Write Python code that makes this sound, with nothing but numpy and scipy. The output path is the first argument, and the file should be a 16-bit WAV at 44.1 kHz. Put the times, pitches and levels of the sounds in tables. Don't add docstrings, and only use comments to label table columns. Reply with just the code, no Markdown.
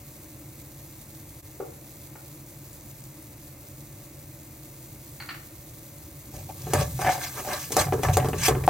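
import sys
import numpy as np
from scipy import signal
from scipy.fft import rfft, irfft
from scipy.io import wavfile
from scipy.ndimage import uniform_filter1d

SR = 44100
rng = np.random.default_rng(int(sys.argv[2]) if len(sys.argv) > 2 else 0)


def pcm_store(signal):
    levels = np.round(np.clip(np.atleast_2d(signal), -1, 1) * 32767)
    wavfile.write(sys.argv[1], SR, levels.astype(np.int16).T)


N = 383229

# (frequency [Hz], relative density [dB])
DRONE_SPECTRUM = [(15, -56), (25, -9), (114, -3.5), (145, 2.5), (173, -21.5), (211, -9.5), (257, -18),
                  (313, -6.5), (397, -21), (566, -18.5), (663, -22), (1220, -27.5), (1400, -31.5),
                  (2170, -28.5), (2800, -31), (3640, -62), (6160, -120)]
# (frequency [Hz], width [Hz], boost [dB])
DRONE_HUMPS = [(146, 39, 0), (299, 33, 4), (569.7, 10.6, 10), (2115, 45, 5.5)]
# (frequency [Hz], relative density [dB])
HISS_SPECTRUM = [(1180, -12.5), (2000, -14), (2180, -7.5), (2910, -10), (3340, -3.5), (4120, -1),
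                 (5210, -2.5), (6470, 2.5), (9830, 0.5), (15100, 7), (16000, -17)]
# (time [s], level [dB])
HISS_LEVELS = [(0, -47), (3, -47), (4.3, -47.5), (5.3, -46.5), (6.2, -46.5), (6.6, -43.5), (6.95, -39),
               (7.2, -38.5), (7.7, -38.5), (8, -41.5), (8.69, -42.5)]
# (time [s], level [dB], pitch [Hz])
OIL_POPS = [(2.7305, -34, 8560), (2.8094, -37, 6660), (2.8594, -36, 11800), (3.0044, -35, 9010),
            (3.0394, -35, 7470), (3.2261, -36, 11300), (3.686, -35, 11800), (5.1173, -38, 12000),
            (6.6194, -32, 6590), (8.6657, -26, 8620)]
# (time [s], level [dB], pitch [Hz], spread [octaves], relative clink level [dB])
SET_DOWNS = [(1.6, -23, 460, 0.43, -60), (1.604, -31.5, 800, 0.7, -60), (1.623, -28.5, 420, 0.7, -60),
             (2.155, -36.5, 970, 0.89, -60), (5.201, -30.5, 1610, 0.68, -6), (5.221, -32, 1680, 0.68, -18),
             (5.289, -24.5, 1930, 0.75, -9.5), (5.304, -31, 2180, 0.96, -25),
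             (5.344, -33.5, 1890, 0.88, -27)]
# (frequency [Hz], width [Hz], boost [dB])
CLACK_HUMPS = [(460, 70, 8), (800, 110, 10), (1400, 130, 9), (1800, 130, 9), (2200, 160, 10),
               (2950, 200, 6)]
# (frequency [Hz], T60 [s])
REVERB_TIMES = [(200, 0.32), (1000, 0.43), (4000, 0.37), (12000, 0.62)]
# (frequency [Hz], width [Hz], relative level [dB])
STOVE_MODES = [(70, 4.4, -15.5), (96.2, 4.5, -6.5), (130.6, 24.6, -1), (148, 75, -23.5)]
# (time [s], drive level [dB])
ROCKING_LEVELS = [(6.24, -44), (6.28, -59), (6.36, -41), (6.62, -47), (6.64, -33), (6.73, -36), (6.74, -22),
                  (6.83, -28), (6.9, -34.5), (7.06, -33.5), (7.32, -58), (7.71, -43.5), (7.79, -29),
                  (7.8, -31.5), (8.03, -31.5), (8.05, -21), (8.4, -31), (8.44, -41), (8.5, -25.5),
                  (8.69, -36)]
# (frequency [Hz], relative level [dB], T60 [s])
PAN_MODES = [(272, -13.5, 0.79), (376, -2.5, 0.1), (445, 5, 0.062), (589.5, -0.5, 0.081), (739, 0.5, 0.072),
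             (772, 5, 0.044), (860, -27.5, 0.074), (950, 0, 0.027), (1138, -1.5, 0.05), (1235, -8, 0.068),
             (1607, -4.5, 0.039), (1724, -7, 0.06), (2108, -5.5, 0.073), (2330, -9.5, 0.052),
             (2700, -32, 0.058), (2940, -22, .05), (3250, -24, .05)]
# (time of peak [s], rise [s], fall [s], favoured pitch [Hz],
# low chatter level [dB], high chatter level [dB], rasp level [dB])
STROKES = [(6.36, .05, .12, 590, -47, -69, -45), (6.5, 0.02, 0.028, 680, -39.5, -65, -50),
           (6.612, 0.059, 0.044, 357, -56.5, -60, -48), (6.7, .03, 0.042, 390, -36, -63, -60),
           (6.813, 0.17, 0.07, 580, -29.5, -36, -32.5), (7.021, 0.032, 0.049, 720, -30.5, -32, -30.5),
           (7.075, 0.044, 0.094, 730, -21.5, -25, -34), (7.14, 0.19, .05, 740, -43, -47, -32),
           (7.235, .06, .1, 795, -42, -37, -32), (7.39, 0.067, 0.057, 500, -40.5, -36, -37),
           (7.49, 0.068, 0.08, 620, -33, -42, -38), (7.535, 0.06, 0.086, 610, -40.5, -32.5, -33.5),
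           (7.63, 0.23, 0.098, 710, -61, -49, -39), (7.725, 0.015, 0.042, 405, -37, -42.5, -29.5),
           (7.799, 0.043, 0.067, 600, -28, -27, -20.5), (7.998, 0.055, 0.035, 423, -32, -39.5, -52),
           (8.043, .02, 0.076, 500, -38, -28.5, -30), (8.141, 0.024, 0.041, 434, -38, -47, -31),
           (8.26, 0.017, 0.045, 478, -32, -35.5, -44), (8.36, .04, 0.053, 453, -36, -51, -55),
           (8.39, .015, 0.081, 750, -52, -45, -39), (8.474, 0.098, 0.041, 715, -42, -29.5, -20),
           (8.51, .03, .04, 526, -24, -32.5, -46), (8.57, .02, 0.14, 483, -38.5, -43, -56)]
# (frequency [Hz], relative density [dB])
RASP_SPECTRUM = [(1500, -12), (2500, 0), (3400, -7), (4900, -7.5), (6500, -5.5), (8600, -3.5),
                 (10000, -9.5), (12000, -4.5), (14000, -6.5), (15200, -13)]
# (frequency [Hz], width [Hz], boost [dB])
RASP_HUMPS = [(3380, 130, 7), (4080, 190, 8.5), (4880, 130, 13), (5620, 200, 10.5), (6410, 570, 9.5),
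              (7850, 300, 4.5), (8760, 150, 7)]
# (time [s], level [dB], pitch favoured by the spot touched [Hz], spread
BLOWS = [(6.34, -36, 589, .59, -16, -6), (6.492, -34.5, 610, 0.18, -35.5, -17),
         (6.669, -26, 401, 1, -16, -25), (6.735, -10, 660, 1, -12, -1.5), (6.992, -20, 714, 0.83, -23, -14),
         (7.047, -19, 750, 0.29, -3, -16), (7.179, -26, 765, 0.51, -9, -8),
         (7.374, -33, 1110, 0.39, -16, -15), (7.399, -29.5, 565, .58, -5, -12),
         (7.449, -31, 759, 0.48, -6, -10), (7.475, -27.5, 590, 0.15, -15, -15),
         (7.517, -28.5, 590, 0.41, -6, -10), (7.706, -27.5, 390, .88, -14, -11),
         (7.72, -27, 388, 0.63, -11, 8.5), (7.767, -8.5, 696, 1, -27, -2), (7.869, -24, 821, .91, -14, -17),
         (7.924, -10.5, 490, 1, -18, -30), (8.033, -16.5, 720, 0.68, -4.5, -3),
         (8.086, -15.5, 774, 0.89, -8.5, -29), (8.17, -7, 656, 1, -20, -5), (8.199, -25, 759, .4, 1, -22),
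         (8.226, -22.5, 775, 0.92, -11, -23), (8.246, -16.5, 460, 1, -17, -16),
         (8.286, -20, 456, 1, -15, -5.5), (8.332, -20.5, 452, 1, -5, -22), (8.483, -8.5, 580, 1, -7.5, -5),
         (8.55, -20, 401, 1, -10, -28), (8.638, -26, 468, .7, -2.5, -7), (8.678, -3, 670, 0.28, -32, -24)]
# (frequency [Hz], correlation [0 to 1])
PORT_CORRELATION = [(60, 1.0), (150, .995), (350, .92), (1000, .8), (2100, .87), (2800, .35), (3500, .3),
                    (4800, .45), (5600, .8), (15000, .8)]
# (frequency [Hz], left minus right [dB])
PORT_LEVEL_GAP = [(150, 0), (280, -.9), (600, 1.4), (2500, .9), (5000, .5), (9000, -.2), (15000, 0)]
# (frequency [Hz], lag of the left [rad])
PORT_PHASE_GAP = [(1000, 0), (2000, -.05), (2800, -.3), (4100, .2), (5500, 1.1), (7000, 1.3), (11000, 1.4),
                  (15500, 1.7)]


def amp(db):
    return 10 ** (np.asarray(db) / 20)


def unit_rms(x):
    return x / np.sqrt(np.mean(x ** 2) + 1e-20)


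def curve(points, hz):
    f, value = np.transpose(points)
    return np.interp(np.log(hz + 1), np.log(f + 1), value)


def humps(peaks, hz):
    return sum(db / (1 + (2 * (hz - f) / width) ** 2) for f, width, db in peaks)


def bell(hz, centre_hz, octaves):
    return np.exp(-.5 * (np.log2(hz / centre_hz) / np.maximum(octaves, .01)) ** 2)


def add(mix, s, sound):
    part = mix[round(s * SR):][:len(sound)]
    part += sound[:len(part)]


def resonator(x, hz, width):
    r, w = np.exp(-np.pi * width / SR), 2 * np.pi * hz / SR
    response = signal.lfilter([0, r * np.sin(w)], [1, -2 * r * np.cos(w), r * r], x)
    return response * np.sqrt(4 * np.pi * width / SR)


def clicks(per_s, spread_db):
    size = amp(spread_db * np.minimum(rng.exponential(1, N), 5)) * rng.choice([-1., 1.], N)
    return unit_rms(size * (rng.random(N) < per_s / SR))


def wander(span, length=N):
    return unit_rms(uniform_filter1d(rng.standard_normal(length), size=span))


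def burst(noise, centre_hz, octaves, t60):
    hz = np.fft.rfftfreq(len(noise), 1 / SR) + 1
    band = irfft(rfft(noise) * bell(hz, centre_hz, octaves), len(noise))
    return unit_rms(band) * amp(-60 * np.arange(len(noise)) / SR / t60)


def filtered(x, gain, size):
    hz, _, spectra = signal.stft(x, SR, nperseg=size)
    return signal.istft(spectra * gain(hz)[..., None], SR, nperseg=size)[1][..., :N]


def stereo(left, independent):
    share = lambda hz: np.clip(curve(PORT_CORRELATION, hz), 0, 1)
    private = filtered(independent, lambda hz: np.sqrt(1 - share(hz) ** 2), size=1024)
    return np.array([left, filtered(left, share, size=1024) + private])


def drone(level_db=-46):
    colour = lambda hz: amp(curve(DRONE_SPECTRUM, hz) + humps(DRONE_HUMPS, hz))
    noise = stereo(*rng.standard_normal((2, N)))
    return amp(level_db) * unit_rms(filtered(noise, colour, size=4096))


def frying(flicker_db=0.86, flat_above_hz=15200):
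    fizz = stereo(clicks(per_s=9000, spread_db=2.0), clicks(per_s=9000, spread_db=7.3))
    colour = lambda hz: amp(curve(HISS_SPECTRUM, np.minimum(hz, flat_above_hz)))
    hiss = unit_rms(filtered(fizz, colour, size=512))
    level_db = np.interp(np.arange(N) / SR, *np.transpose(HISS_LEVELS)) + flicker_db * wander(1500)
    pops = np.zeros(N)
    for (s, db, hz), noise in zip(OIL_POPS, rng.standard_normal((len(OIL_POPS), 600))):
        add(pops, s, amp(db) * burst(noise, hz, octaves=0.51, t60=0.015) / 2)
    return pops + amp(level_db) * hiss


def clacks(t60_at_1khz=0.061, attack_s=.0012):
    out, t = np.zeros(N), np.arange(6000) / SR
    attack = 1 - np.exp(-t / attack_s)
    for s, db, centre_hz, octaves, clink_db in SET_DOWNS:
        noise = rng.standard_normal(len(t))
        hz = np.geomspace(300, 8000, num=100)[:, None] * (1 + 0.013 * noise[:100, None])
        phase = 1.45 * noise[100:200, None]
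        decay_db = 60 * t / t60_at_1khz * (hz / 1000) ** .15
        envelopes = bell(hz, centre_hz, octaves) * amp(humps(CLACK_HUMPS, hz) - decay_db)
        body = (envelopes * np.sin(2 * np.pi * hz * t + phase)).sum(0)
        clink = amp(clink_db) * burst(noise, 4350, octaves=0.08, t60=.06)
        add(out, s, amp(db) * (.45 * body / body[:500].std() + clink) * attack)
    return out


def reflections(x, t60_share, low_hz):
    taps = np.zeros((2, SR // 2))
    slots = np.arange(200, SR // 2 - 20, 20)
    arrivals = slots + rng.integers(0, 20, (2, len(slots)))
    np.put_along_axis(taps, arrivals, rng.choice([-1., 1.], arrivals.shape), 1)
    hz, t, spectra = signal.stft(taps, SR, nperseg=256)
    decay = amp(-60 * t / t60_share / curve(REVERB_TIMES, hz)[:, None])
    tail = signal.istft(spectra * (hz[:, None] > low_hz) * decay, SR, nperseg=256)[1]
    return signal.fftconvolve(x[None], tail / np.linalg.norm(tail[0]), axes=1)[:, :N]


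def contact(start_s=6.24, ramp_s=0.014):
    return np.clip((np.arange(N) / SR - start_s) / ramp_s, 0, 1)


def stove_rumble():
    rocking_db = np.interp(np.arange(N) / SR, *np.transpose(ROCKING_LEVELS))
    force = rng.standard_normal(N) * contact() * amp(rocking_db)
    shake = sum(amp(db) * resonator(force, hz, width) for hz, width, db in STOVE_MODES)
    return signal.sosfilt(signal.butter(3, [48, 200], "band", fs=SR, output="sos"), shake)


def blade_motion(skid_delay_s=0.0092, skid_fall_s=0.043, skid_pitch_ratio=0.86):
    skid_db = np.array([-11.5, -21, -30])
    skids = [(s + skid_delay_s, skid_delay_s / 2, skid_fall_s, skid_pitch_ratio * hz, *(db + skid_db))
             for s, db, hz, *_ in BLOWS]
    columns, t = np.array(STROKES + skids).T[..., None], np.arange(0, N, 32) / SR
    (peak_s, rise, fall, hz), peak_db = columns[:4], columns[4:]
    from_peak = np.where(t < peak_s, (peak_s - t) / rise, (t - peak_s) / fall)
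    fade_db = -21.5 * np.minimum(from_peak, 3) ** 1.21
    power = amp(2 * (peak_db + fade_db))
    pitches = (power[:2] * hz).sum(1) / power[:2].sum(1)
    levels_db = 10 * np.log10(power.sum(1))
    return [np.interp(np.arange(N) / SR, t, control) for control in (*levels_db, *pitches)]


def chatter(modes, level_db, centre_hz, octaves, damping):
    on, out = contact() > 0, np.zeros(N)
    slips = clicks(per_s=1200, spread_db=3.8)[on]
    weights = [amp(db) * bell(hz, centre_hz[on], octaves) for hz, db, _ in modes]
    grip_db = 2.0 * wander(350, len(slips))
    force = contact()[on] * amp(level_db[on] + grip_db) / np.sqrt(sum(w ** 2 for w in weights) + 1e-9)
    for (hz, _, t60), weight in zip(modes, weights):
        drive = 0.54 * slips + 0.68 * rng.standard_normal(len(slips))
        out[on] += resonator(drive * weight * force, hz, width=damping / t60)
    return out


def rasp(level_db, clump_db=1.9, patch_db=3.1):
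    clumps = amp(clump_db * wander(400))
    grit = stereo(clicks(per_s=9000, spread_db=1.96) * clumps, clicks(per_s=9000, spread_db=0.71) * clumps)
    hz, t, spectra = signal.stft(grit, SR, nperseg=512)
    patches = uniform_filter1d(rng.standard_normal((len(t), len(hz))), size=5, axis=0)
    patches = uniform_filter1d(patches, size=8, axis=1)
    colour_db = curve(RASP_SPECTRUM, hz) + humps(RASP_HUMPS, hz) + patch_db * unit_rms(patches)
    coloured = signal.istft(spectra * amp(colour_db.T), SR, nperseg=512)[1][:, :N]
    return contact() * amp(level_db) * unit_rms(coloured)


def knocks(ring_share=0.86, attack_s=0.00049):
    out, t = np.zeros(N), np.arange(SR // 4) / SR
    hz, mode_db, t60 = np.transpose(PAN_MODES)[..., None]
    envelopes = amp(mode_db - 60 * t / t60 / ring_share)
    thump = sum(amp(db) * np.exp(-3. * width * t) * np.sin(2 * np.pi * f * t)
                for f, width, db in STOVE_MODES)
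    for s, db, centre_hz, octaves, crack_db, tick_db in BLOWS:
        noise = rng.standard_normal(len(t))
        loaded_hz = hz * (1 + 0.012 * noise[-len(hz):, None])
        modes = envelopes * bell(hz, centre_hz, octaves) * np.sin(2 * np.pi * loaded_hz * t)
        body = modes.sum(0) * (1 - np.exp(-t / attack_s))
        crack = amp(crack_db) * burst(noise, 1900, octaves=.5, t60=.05)
        tick = amp(tick_db) * burst(noise, 7500, octaves=.7, t60=.035)
        thud = amp(-10.5) * burst(noise, 289, octaves=0.5, t60=0.079)
        blow = body / abs(body).max() + (crack + tick + thud) / 2
        add(out, s, amp(db) * blow + amp(-40 + .3 * db) * thump)
    return out


def scene():
    low_db, high_db, rasp_db, low_hz, high_base_hz = blade_motion()
    low_chatter = chatter(PAN_MODES[:7], low_db, low_hz, octaves=0.21, damping=3.03)
    high_chatter = chatter(PAN_MODES[7:], high_db, 2.52 * high_base_hz, octaves=0.56, damping=4.6)
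    pan = knocks() + low_chatter + high_chatter
    set_down = clacks()
    room = reflections(amp(-11.5) * pan + amp(0.5) * set_down, t60_share=1, low_hz=300)
    counter_and_wall = reflections(amp(-7.5) * pan, t60_share=0.13, low_hz=450)
    return pan + set_down + room + counter_and_wall + rasp(rasp_db) + stove_rumble() + drone() + frying()


def ports(x):
    side = np.array([[.5], [-.5]])
    balance = lambda hz: amp(side * curve(PORT_LEVEL_GAP, hz))
    lag = lambda hz: np.exp(-1j * side * curve(PORT_PHASE_GAP, hz))
    return filtered(x, lambda hz: balance(hz) * lag(hz), size=1024)


def record(dry):
    dip_s, dip_width_s, dip_db = 1.42, .006, -14
    dip = amp(dip_db * np.exp(-.5 * ((np.arange(N) / SR - dip_s) / dip_width_s) ** 2))
    thinned = signal.sosfilt(signal.butter(2, 45, "high", fs=SR, output="sos"), ports(dry))
    low_pass = signal.firwin(511, 16050, window=("kaiser", 9), fs=SR)
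    return signal.oaconvolve(thinned * dip, low_pass[None], "same")


dry = scene()
out = record(dry)
pcm_store(out)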